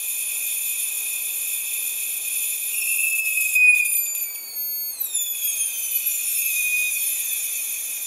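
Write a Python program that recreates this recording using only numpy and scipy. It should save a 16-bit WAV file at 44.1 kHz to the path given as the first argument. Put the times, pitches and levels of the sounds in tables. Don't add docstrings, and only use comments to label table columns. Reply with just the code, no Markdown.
import sys
import numpy as np
from scipy import signal
from scipy.fft import rfft, irfft, next_fast_len
from scipy.io import wavfile
from scipy.ndimage import uniform_filter1d, map_coordinates

SR = 44100
rng = np.random.default_rng(int(sys.argv[2]) if len(sys.argv) > 2 else 0)


def boost_factor(decibels):
    exponent = np.asarray(decibels, float) / 20
    return 10 ** exponent


def master_out(mix):
    frames = np.transpose(np.atleast_2d(mix))
    ceiling = np.clip(frames, -1, 1)
    pcm = np.round(ceiling * 32767).astype(np.int16)
    wavfile.write(sys.argv[1], SR, pcm)


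N = 355446

# [t/s, switching rate f/Hz]
KNOB_TURNS = [
    [(2.72, 2803), (2.8, 2754), (2.9, 2673), (3.14, 2617), (3.77, 2455), (4.35, 2290), (4.57, 2212)],
    [(4.9, 2214), (5.05, 1923), (5.18, 1758), (5.42, 1670), (5.75, 1566), (6.08, 1454), (6.37, 1343),
     (6.56, 1238)],
    [(6.88, 1242), (6.99, 1109), (7.085, 1067), (7.46, 744.4), (7.54, 654.4), (7.7, 542.4), (7.78, 468),
     (7.93, 419), (8.06, 392)],
]
# [t/s, level/dB]
ARC_PULSING = [(2.72, 18.5), (3.2, 12.5), (3.225, -9), (3.26, 17.5), (3.54, 7.5), (3.585, 20.5), (3.73, 18),
               (3.95, 8), (4.1, 1.5)]
# [rate f/Hz, place in the cycle 0-1, size against the first kick]
SECOND_KICK = [(500, .44, 0.2), (1300, .44, 0.81), (1344, 0.48, 0.28), (1940, 0.48, 0.76),
               (2266, 0.51, 0.46), (2650, 0.3, 0.2)]
# [f/Hz, level/dB]
KICK_COLOUR = [(1200, 0), (2000, 6), (2400, -3), (3400, 0.5), (7000, 3), (9000, -1), (11300, 3),
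               (13300, 1.5)]
# [t/s, level/dB]
ARC_HISS = [(0, -8), (2.0, -8.5), (2.45, -6.5), (2.62, -9.5), (2.85, -7), (3.5, -8.5), (5.25, -17),
            (5.4, -11.5), (5.7, -11.5), (6.3, -7), (6.9, -10), (7.15, -7.5), (7.7, -13), (8.06, -15)]
# [t/s, length t/s, level/dB]
ARC_JUMPS = [(3.097, 0.012, -8.5), (3.122, 0.01, -7.5), (3.15, 0.049, -7.5), (3.253, 0.015, -13.5),
             (3.404, 0.012, -7), (3.531, .012, -8), (3.611, 0.0019, -15), (3.749, 0.006, -6.5),
             (3.766, 0.026, -7.5), (3.783, 0.025, -9), (3.848, 0.018, -6.5), (3.904, 0.014, -11),
             (3.932, 0.013, -7), (3.968, 0.0071, -5), (4.056, 0.013, -9.5), (4.149, 0.0059, -3),
             (4.166, 0.0078, -11), (4.189, 0.0096, -12.5), (4.2, 0.0087, -13), (4.232, 0.0088, -11.5),
             (4.347, 0.011, -10), (4.998, 0.012, -30), (5.059, 0.03, -27), (5.128, 0.013, -20),
             (5.258, .012, -22), (5.26, 0.0074, -20), (5.325, 0.0098, -33), (5.347, 0.0065, -11),
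             (5.556, 0.019, -11)]
# [t/s, length t/s, hiss change level/dB, return t/s]
CALM_SPELLS = [
    (2.179, 0.018, -4, 0.024),
    (3.088, 0.15, -10.5, .01),
    (3.386, .006, -10, .01),
    (3.562, 1.294, -17, 0.35),
    (5.276, .045, -10, .025),
    (5.523, .02, 0.5, .02),
]
# [at rest level/dB, more near the column's note level/dB, more at slow rates level/dB]
LOWEST_HISS = (1, 3.2, -5)
MIDDLE_HISS = (0.23, -5, 0.2)
WOKEN_HISS = (0.86, -7, 11)
# [f/Hz, width f/Hz, level/dB]
GLASS_MODES = [(2307, 48, -19), (2495, 65.2, -3), (2608.4, 61, -10), (3315, 37, -16), (3531, 112, -13),
               (3720, 32, -19), (4466, 65, -24), (5393, 110, -22.5), (5550, 44, -20.5), (5750, 104, -21),
               (6170, 240, -21), (6450, 47, -13), (6590, 128, -14), (7081, 197, -8.5), (7633, 62, -17),
               (8200, 40, -12.5), (9639, 79, -0.5), (9900, 32, -3.5), (10640, 79, -5), (10660, 15, -16),
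               (10760, 62, -7), (10795, 28, 0), (11655, 42, -2), (11986, 98, -2), (13100, 96, -30),
               (13290, 44, -17), (13260, 35, -9), (13960, 110, -11), (14800, 120, -27), (15400, 150, -33)]
# [f/Hz, level/dB]
BETWEEN_MODES = [(1500, -67), (2000, -103), (3000, -26), (5000, -35.5), (8500, -29.5), (11000, -20),
                 (12600, -33), (14000, -21.5), (16000, -35.5)]
# [f/Hz, width f/Hz]
NOTCH = (8040, 270)
# [f/Hz, t60 t/s]
ROOM_DECAY = [(1000, 1), (5000, 0.62), (15000, 0.092)]
# [f/Hz, level/dB per Hz]
FAN_COLOUR = [(20, -9.5), (80, -16), (160, -10), (300, -2.5), (500, 0), (800, -1.5), (1300, -4),
              (2500, -8.5), (5000, -9), (9000, -9.5), (16000, -17)]

START_S = 2.72
SLOW_FROM_HZ, SLOW_TO_HZ = 1720, 500
COLUMN_HZ, COLUMN_WIDTH_HZ = 2670, 390
KICK_DB, KICK_REF_HZ, KICK_DB_PER_OCTAVE = -18.5, 2060, 4.4
COLD_DB, SETTLE_S = -4, 0.45
ROBBED_DB, CRACKLE_ROBS_DB = -5, -15
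SCATTER_US, SCATTER_US_PER_SIZE, SCATTER_US_COLD = 1, 11, 170
CALM_FALL_S = 0.004
HUM_LOW_HZ, HUM_HIGH_HZ, HUM_LOADED_HZ = 411, 979, 1055
HUM_DB, HUM_FADE_DB, HUM_FADE_S = -67, -6, 3.1
TOP_HZ = 15720


def whine(size, crackle):
    on = slice(round(START_S * SR), N)
    rate_hz, near, slow = knob()
    shaken = np.minimum(size, 0.3) * (0.6 * near + np.clip(1.3 - 2.4 * slow, 0.5, 1))
    hz = rate_hz[on]
    pulsing_db = curves(ARC_PULSING)[0][on]
    rates, places, sizes = np.transpose(SECOND_KICK)
    second_place = np.interp(hz, rates, places)
    second_size = np.interp(hz, rates, sizes)

    cold = np.exp(-np.arange(len(hz)) / SR / SETTLE_S)
    scatter_per_size = SCATTER_US_PER_SIZE * (1 - slow[on] / 2) + SCATTER_US_COLD * cold
    scatter_us = SCATTER_US + uniform_filter1d(size, size=441)[on] * scatter_per_size
    late_s = 1e-6 * scatter_us * wobble(180)[on]
    phase = 2 * np.pi * (np.cumsum(hz) / SR + hz * late_s)
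    second_phase = phase - 2 * np.pi * second_place
    drift = boost_factor([0.8 * wobble(9) + 10 * shaken * wobble(50) for _ in range(5)])[:, on]

    tone = np.zeros(N)
    running = tone[on]
    for k in range(1, 41):
        live = slice(np.argmax(k * hz < 16000), None)
        level = drift[k % 5, live]
        if k < 12:
            level = level * boost_factor(pulsing_db[live] / (1 + (k * hz[live] / 3200) ** 8))
        first = np.cos(k * phase[live])
        second = second_size[live] * np.cos(k * second_phase[live])
        running[live] += level * (first + second)
    kick_db = KICK_DB + KICK_DB_PER_OCTAVE * np.log2(hz / KICK_REF_HZ)
    running *= boost_factor(kick_db + COLD_DB * cold + ROBBED_DB * size[on])
    robbed = tone / (1 + crackle / boost_factor(2 * CRACKLE_ROBS_DB + 13.5))
    m = next_fast_len(N)
    colour = boost_factor(along(KICK_COLOUR, np.fft.rfftfreq(m, 1 / SR)))
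    return irfft(rfft(robbed, m) * colour, m)[:N]


def knob():
    hz, = curves(np.concatenate(KNOB_TURNS))
    running = np.arange(N) >= round(START_S * SR)
    near = running / (1 + ((hz - COLUMN_HZ) / COLUMN_WIDTH_HZ) ** 2)
    slow = np.clip((SLOW_FROM_HZ - hz) / (SLOW_FROM_HZ - SLOW_TO_HZ), 0, 1)
    return hz, near, slow


def sputter(size):
    sparks = rng.standard_normal((5, N)) * boost_factor(2 * rng.standard_normal((5, N)))
    shared_db = 0.5 * wobble(16) + 0.32 * wobble(45)
    _, near, slow = knob()
    lowest_db, middle_db, woken_db = [rest + by_near * near + by_slow * slow
                                      for rest, by_near, by_slow in (LOWEST_HISS, MIDDLE_HISS, WOKEN_HISS)]
    group_db = [lowest_db + woken_db, lowest_db, middle_db, woken_db, 0]
    m = next_fast_len(N)
    hz = np.fft.rfftfreq(m, 1 / SR)
    under = [1 / (1 + (hz / edge_hz) ** 30) for edge_hz in [1, 2420, 2900, 5900, 6500, 1e6]]
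    spectrum = 0
    for row, db, below, up_to in zip(sparks, group_db, under, under[1:]):
        flicker = boost_factor(db + shared_db + 0.58 * wobble(25))
        spectrum = spectrum + rfft(size * flicker * unit(row), m) * (up_to - below)
    return irfft(spectrum, m)[:N]


def unrest(crackle):
    t = np.arange(N) / SR
    calm_db = 0
    for s, length, db, back in CALM_SPELLS:
        still = s + CALM_FALL_S
        calm_db = calm_db + np.interp(t, [s, still, still + length, still + length + back], [0, db, db, 0])
    return np.sqrt(boost_factor(2 * (curves(ARC_HISS)[0] + calm_db)) + crackle)


def jumps():
    power, t = np.zeros(N), np.arange(N) / SR
    for s, length, db in ARC_JUMPS:
        part = slice(round(s * SR), round((s + length + 0.074) * SR))
        dying_db = 4500 * np.clip(t[part] - s - length, 0, 1)
        power[part] += boost_factor(2 * (db - dying_db))
    return power


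def glass(hz):
    power = boost_factor(2 * along(BETWEEN_MODES, hz))
    for centre, width, db in GLASS_MODES:
        power = power + boost_factor(2 * db) / (1 + (2 * (hz - centre) / width) ** 2) ** 1.564
    off = ((hz - NOTCH[0]) / NOTCH[1]) ** 2
    return np.sqrt(power * (off + 0.021) / (off + 1))


def room(x):
    hz, t, z = signal.stft(rng.standard_normal(SR // 2), SR, nperseg=256)
    decay = boost_factor(-60 * t / along(ROOM_DECAY, hz)[:, None])
    tail = signal.istft(z * decay, SR, nperseg=256)[1]
    delayed = np.pad(x, (300, 0))
    return signal.fftconvolve(delayed, tail / np.linalg.norm(tail))[:N]


def hum_line(hz):
    phase = 2 * np.pi * np.cumsum(hz + 1.9 * wobble(20)) / SR
    return boost_factor(1.7 * wobble(4.7)) * np.sqrt(2) * np.sin(phase)


def background():
    noise = filtered(rng.standard_normal(N), lambda hz: boost_factor(along(FAN_COLOUR, hz)))
    rush = boost_factor(-52.5 + 0.9 * wobble(6)) * unit(noise)
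    t = np.arange(N) / SR
    lower = hum_line(np.full(N, HUM_LOW_HZ))
    upper = hum_line(np.where(t < START_S, HUM_HIGH_HZ, HUM_LOADED_HZ))
    fade_db = HUM_FADE_DB / (1 + np.exp((HUM_FADE_S - t) / 0.058))
    return rush + boost_factor(HUM_DB + fade_db) * (boost_factor(fade_db) * upper + boost_factor(-4.0) * lower)


def unit(x):
    return x / np.sqrt(np.mean(x ** 2) + 1e-20)


def along(points, hz):
    f, v = np.transpose(points)
    return np.interp(np.log(hz + 1), np.log(f + 1), v)


def curves(rows):
    s, *cols = np.transpose(rows)
    return [np.interp(np.arange(N) / SR, s, c) for c in cols]


def wobble(rate):
    knots = rng.standard_normal(int(N * rate / SR) + 4)
    return map_coordinates(knots, [np.arange(N) * rate / SR])


def filtered(x, gain):
    m = 2 * next_fast_len(N // 2 + SR // 4)
    cep = irfft(np.log(gain(np.fft.rfftfreq(m, 1 / SR)) + 1e-6), m)
    cep[1:m // 2] *= 2
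    cep[m // 2 + 1:] = 0
    return irfft(rfft(x, m) * np.exp(rfft(cep)), m)[..., :N]


def scene():
    crackle = jumps()
    size = unrest(crackle)
    kicks = whine(size, crackle)
    direct = boost_factor(-35.5) * np.diff(kicks, prepend=0)
    tube = filtered(sputter(size) + kicks, glass) + direct
    mono = tube + boost_factor(-9) * room(tube) + background()
    return np.array([mono, mono])


def top_cut(x):
    return signal.sosfilt(signal.butter(12, 16130, fs=SR, output="sos"), x)


def record(dry):
    m = next_fast_len(N)
    in_band = np.fft.rfftfreq(m, 1 / SR) < TOP_HZ
    kept = irfft(rfft(dry, m) * in_band, m)[:, :N]
    return top_cut(kept)


dry = scene()
out = record(dry)
master_out(out)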